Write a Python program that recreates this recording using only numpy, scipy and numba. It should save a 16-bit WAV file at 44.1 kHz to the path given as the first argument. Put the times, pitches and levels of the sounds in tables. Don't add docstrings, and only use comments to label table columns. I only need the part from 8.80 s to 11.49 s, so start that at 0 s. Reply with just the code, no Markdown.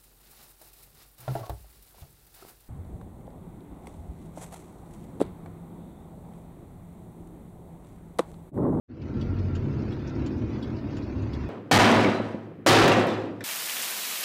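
import sys
import numpy as np
from scipy import signal
from scipy.fft import rfft, irfft, next_fast_len
from scipy.io import wavfile
from scipy.ndimage import uniform_filter1d
from numba import njit

SR = 44100
rng = np.random.default_rng(int(sys.argv[2]) if len(sys.argv) > 2 else 0)


def volts_from_decibels(level):
    exponent = np.asarray(level, float) / 20
    return 10 ** exponent


def persist_wave(psi):
    counts = np.round(np.clip(psi, -1, 1) * 32767).astype(np.int16)
    wavfile.write(sys.argv[1], SR, np.atleast_2d(counts).T)


N = 118629

# (frequency [Hz], level [dB])
HISS_SPECTRUM = [(6000, -6), (8500, -8), (10800, -8.5), (11600, -10.5), (14000, -10.5), (14900, -.5),
                 (15750, 1)]
# (time [s], level [dB])
OVERALL_LEVEL = [
    (.07, -97),
    (.084, -34),
    (.1, -14),
    (.13, -11.5),
    (.2, -5.5),
    (.3, -1.5),
    (.4, .5),
    (2.685, .5),
    (2.69, -4),
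]
# (time [s], level [dB])
DASH_CREAKS = [(1.272, -82), (1.353, -83), (1.5217, -81), (1.577, -81), (2.33, -81), (2.4242, -76)]
# (time [s], peak [dB], pitch [Hz], length [s])
LOOSE_RATTLES = [(0.215, -49.5, 2520, 0.013), (0.215, -58, 4550, 0.016), (0.583, -58, 3480, 0.018),
                 (0.584, -61, 5100, 0.021), (0.494, -65, 4840, .015), (0.926, -63, 5000, .01),
                 (0.983, -61.5, 4500, .04), (1.019, -60, 5000, .012), (1.262, -64, 4750, .015),
                 (1.271, -55, 5500, .02), (1.277, -64, 3960, 0.018), (1.291, -56, 5600, 0.012),
                 (1.292, -57.5, 3760, .014), (1.35, -59.5, 5200, 0.018), (1.512, -64.5, 4900, 0.033),
                 (1.581, -63, 6800, 0.0055), (1.722, -67, 5200, 0.038), (1.963, -59, 4600, 0.036),
                 (2.1, -61, 4700, 0.056), (2.22, -57.5, 4360, 0.028), (2.421, -63, 6500, 0.0098)]
# (time [s], peak [dB])
TOCK_TIMES = [(0.411, -41), (1.1205, -43), (1.8267, -39.5), (2.5339, -40.5)]
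TICK_TIMES = [(.752, -40), (1.462, -40), (2.168, -39.5)]
# (centre [Hz], width [Hz], level [dB])
TOCK_MODES = [(1390, 390, -5.5), (2950, 220, -6.5), (3370, 120, 1), (3820, 76, -4.5), (4500, 180, -6.5),
              (5170, 250, -14), (5660, 230, -17), (7600, 350, -20.5), (10400, 300, -30),
              (11200, 300, -28.5), (4250, 1800, -5.5), (10000, 2500, -26), (15240, 900, -35)]
TICK_MODES = [(1520, 220, 1.5), (2060, 750, -8), (2630, 170, -2), (3020, 250, 0.5), (3600, 220, -8),
              (4500, 230, -5.5), (5300, 260, -15.5), (6300, 1100, -7.5), (7070, 280, -9.5),
              (10400, 300, -24.5), (4130, 2800, -4.5), (10000, 2500, -28), (15200, 900, -28.5)]
# (centre [Hz], width [Hz], level after the turn [dB], level before it [dB])
PANEL_MODES = [(616, 50, -61, -61.5), (962, 77, -60, -71), (1545, 47, -70, -74), (1363, 54, -78.5, -62.5),
               (2460, 70, -78.5, -74)]
CYLINDER_LEVELS = [0, -4.5, -2, -0.5, -3.5, -2.5]
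# (centre [Hz], width [Hz], level [dB])
CABIN_MODES = [(71, 17, -10), (106.2, 23, 1), (142.1, 30, -3.5), (210.8, 33, -7.5), (248.3, 15, -7.5),
               (282.5, 31, -9.5), (319.3, 38, -5.5), (353.2, 29, -10.5), (382.5, 26, -11),
               (469.4, 67, -19.5), (634, 33, -26), (953, 89, -26), (1360, 110, -49)]
# (frequency [Hz], density [dB per Hz])
RUMBLE_SPECTRUM = [(18, -17.5), (30, -23), (100, 1), (167, -12.5), (242, -4), (381, -13), (408, -16.5),
                   (481, -19), (800, -45), (1040, -36.5), (1760, -120)]
CLATTER_SPECTRUM = [(500, 2), (980, -6), (1250, -8), (2600, -15.5), (3200, -23), (4800, -24.5), (6700, -35),
                    (7900, -54)]
# (time [s], rumble [dB], idle boom [dB], clatter [dB])
NEARNESS = [(.1, 3, 1.5, 0), (.2, 2, 0.5, -1.5), (.3, 4, -1.5, 0.5), (.45, 3.3, -1.5, 0),
            (.65, 1.3, -1.5, -1), (.82, 1.5, 1, -0.5), (1., 2.5, 1, 1), (1.2, -1, 1, 0),
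            (1.4, 2.5, 2.5, 1.5), (1.6, 2, 1.5, -2), (1.75, 3, -3.5, 2), (1.96, 0, -1, 1.5),
            (2.1, 0.5, 0.8, 1.5), (2.3, 2, -1.5, 1), (2.45, 1.5, -2, 1.6), (2.69, -0.5, -4.5, 1.5)]
# (time [s], firing rate [Hz], level [dB])
TRUCK_REVS = [(.15, 41, -55), (.28, 43, -52), (.36, 44.8, -43), (.44, 45.6, -42), (.52, 46, -39.5),
              (.62, 46.2, -37.5), (.7, 45.5, -42), (.8, 42, -42), (.9, 38.5, -53), (1.1, 35.5, -51),
              (1.3, 33.2, -53), (1.9, 33.8, -55), (2.26, 34, -50), (2.69, 35.4, -46)]
# (multiple of the firing rate [-], level [dB])
EXHAUST_ORDERS = [(1, -2.5), (2, 8.3), (3, -1), (4, -9), (5, -6)]

IDLE_HZ = 35.3
TIME = np.arange(N) / SR


def level(x, db):
    return x * volts_from_decibels(db) / np.sqrt(np.mean(x ** 2))


def curve(table, axis):
    rows = np.array(table)
    return np.interp(TIME, rows[:, 0], rows[:, axis])


def lowpass(x, order, hz):
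    return signal.sosfilt(signal.butter(order, hz, fs=SR, output="sos"), x)


@njit
def svf(x, hz, width):
    y, b, l = np.empty(len(x)), 0., 0.
    g, k = np.tan(np.pi * hz / SR), width / hz
    for i in range(len(x)):
        v = (b + g * (x[i] - l)) / (1 + g * (g + k))
        b, l, y[i] = 2 * v - b, l + 2 * g * v, k * v
    return y


def resonance(x, hz, width):
    once = svf(x, float(hz), float(width))
    return svf(once, float(hz), float(width))


def peak(x, hz, width):
    f = np.fft.rfftfreq(len(x), 1 / SR)
    return irfft(rfft(x) * np.exp(-((f - hz) / width) ** 2), len(x))


def walk(rate):
    hold = int(SR / rate)
    steps = np.repeat(rng.standard_normal(N // hold + 1), hold)
    return 1.36 * uniform_filter1d(uniform_filter1d(steps, hold), hold)[:N]


def bands(spectrum, count, patchy_db, rate, shared_db, narrow):
    hz, db = np.array(spectrum).T
    out, size = 0, next_fast_len(N)
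    f = np.fft.rfftfreq(size, 1 / SR)
    centres = hz[0] * 2 ** np.arange(0, np.log2(hz[-1] / hz[0]), 1 / count)
    for k, centre in enumerate(centres):
        if k % 5 == 0:
            shared = walk(rate / 2)
            white = rfft(rng.standard_normal(size))
        band = irfft(white * np.exp(-((f - centre) * count / (narrow * centre)) ** 2), size)[:N]
        alone = patchy_db * 1.54 * np.tanh(walk(rate))
        flicker = min(centre / 3200, 1) * (alone + shared_db * shared)
        out = out + band * volts_from_decibels(np.interp(np.log(centre), np.log(hz), db) + flicker)
    return out


def microphone_hiss():
    return level(bands(HISS_SPECTRUM, count=14, patchy_db=.6, rate=30, shared_db=.5, narrow=.65), -81)


def creaks():
    tail_s = .006
    envelope = np.zeros(N)
    for s, db in DASH_CREAKS:
        envelope += volts_from_decibels(db) * (TIME > s) * np.exp(-np.clip(TIME - s, 0, None) / tail_s)
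    return envelope * level(peak(rng.standard_normal(N), hz=9500, width=2500), 0)


def rattles():
    out = 0
    for s, db, hz, length in LOOSE_RATTLES:
        age = np.clip((TIME - s) / length, 0, None)
        clicks = rng.standard_normal(N) * volts_from_decibels(1.8 * rng.exponential(size=N))
        ring = level(resonance(clicks, hz, 0.35 * hz), db)
        out = out + ring * np.minimum(6 * age, 1) * np.exp(-age ** 2)
    return lowpass(out, 8, 6900)


def relay(events, modes):
    lead_s, rise_s, chatter_s = .004, .006, .009
    tail_s, tail_db = .024, -9
    out, t = np.zeros(N), np.arange(4096) / SR
    age = np.clip(t - rise_s, 0, None)
    fall = np.exp(-age / chatter_s) + volts_from_decibels(tail_db) * np.exp(-(age / tail_s) ** 4)
    shape = np.minimum(t / rise_s, 1) ** 2 * fall
    for s, db in events:
        bounce = uniform_filter1d(rng.standard_normal(len(t)), size=64) * np.sqrt(64)
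        chatter = rng.standard_normal(len(t)) * shape * volts_from_decibels(1.4 * bounce)
        hit = 0
        for hz, width, mode_db in modes:
            gain = volts_from_decibels(mode_db + 2.0 * rng.standard_normal())
            hit = hit + gain * level(peak(chatter, hz, width), 0)
        i = int((s - lead_s) * SR)
        out[i:i + len(t)] += (hit * volts_from_decibels(db) / np.abs(hit).max())[:N - i]
    return out


def firings():
    jitter, scatter_db = .012, 2.5
    knock_width = .4
    chance = rng.standard_normal((128, 2))
    periods = np.arange(len(chance)) + jitter * np.cumsum(chance[:, 0])
    at = np.clip(periods / IDLE_HZ * SR, 0, N - 1).astype(int)
    pulses = np.zeros(N)
    pulses[at] = volts_from_decibels(np.resize(CYLINDER_LEVELS, len(at)) + scatter_db * chance[:, 1])
    fall = np.exp(-IDLE_HZ / (knock_width * SR))
    return pulses, signal.lfilter([1], [1, -fall], pulses)


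def cabin_boom(pulses):
    smear_s, wobble_db = .02, 2.6
    echoes = rng.standard_normal(4096) * np.exp(-np.arange(4096) / (smear_s * SR))
    echoes = rfft(echoes, N)
    pulses = irfft(rfft(pulses) * echoes / np.abs(echoes), N)
    boom = 0
    for k, (hz, width, db) in enumerate(CABIN_MODES):
        gain = (-1) ** k * volts_from_decibels(db + wobble_db * walk(5.15))
        boom = boom + gain * resonance(pulses, hz, 0.88 * width)
    return level(lowpass(boom, 4, 1500), -35.5)


def rumble():
    return level(bands(RUMBLE_SPECTRUM, count=6, patchy_db=5.0, rate=8.7, shared_db=5.5, narrow=0.45), -34.3)


def clatter(knock):
    knock_share, knock_rise_s = .2, .004
    knock = level(uniform_filter1d(knock, int(knock_rise_s * SR)), 0)
    cycle_db = 0.5 * np.cos(2 * np.pi * IDLE_HZ / 6 * (TIME - 0.59)) + 0.76 * walk(13)
    metal = bands(CLATTER_SPECTRUM, count=20, patchy_db=5.5, rate=36, shared_db=1.0, narrow=.36)
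    return level(metal * (1 - knock_share + knock_share * knock) * volts_from_decibels(cycle_db), -49.5)


def diesel():
    pulses, knock = firings()
    out = rumble() * volts_from_decibels(curve(NEARNESS, axis=1))
    out += cabin_boom(pulses) * volts_from_decibels(curve(NEARNESS, axis=2))
    return out + clatter(knock) * volts_from_decibels(curve(NEARNESS, axis=3))


def panels():
    before = np.clip((1.76 - TIME) / 0.1, 0, 1)
    out = 0
    for hz, width, after_db, before_db in PANEL_MODES:
        ring = level(peak(rng.standard_normal(N), hz, width), 0)
        out = out + ring * volts_from_decibels(after_db + (before_db - after_db) * before + 3.5 * walk(14))
    return out


def truck():
    wobble_db = 2.2
    phase = 2 * np.pi * np.cumsum(curve(TRUCK_REVS, axis=1)) / SR
    tone = 0
    for k, db in EXHAUST_ORDERS:
        tone = tone + volts_from_decibels(db + wobble_db * walk(12)) * np.sin(k * phase + 2 * np.pi * rng.random())
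    return np.sqrt(2) * tone * volts_from_decibels(curve(TRUCK_REVS, axis=2))


def scene():
    dashboard = creaks() + relay(TOCK_TIMES, TOCK_MODES) + relay(TICK_TIMES, TICK_MODES)
    outside = rattles() + diesel() + panels() + truck()
    return (dashboard + outside)[None]


def roll_off(x):
    return signal.sosfilt(signal.butter(12, 17090, fs=SR, output="sos"), x)


def record(dry):
    faded = (dry + microphone_hiss()) * volts_from_decibels(curve(OVERALL_LEVEL, axis=1))
    mix = signal.sosfilt(signal.ellip(10, .2, 80, 15780, fs=SR, output="sos"), faded)
    return roll_off(mix)


dry = scene()
out = record(dry)
persist_wave(out)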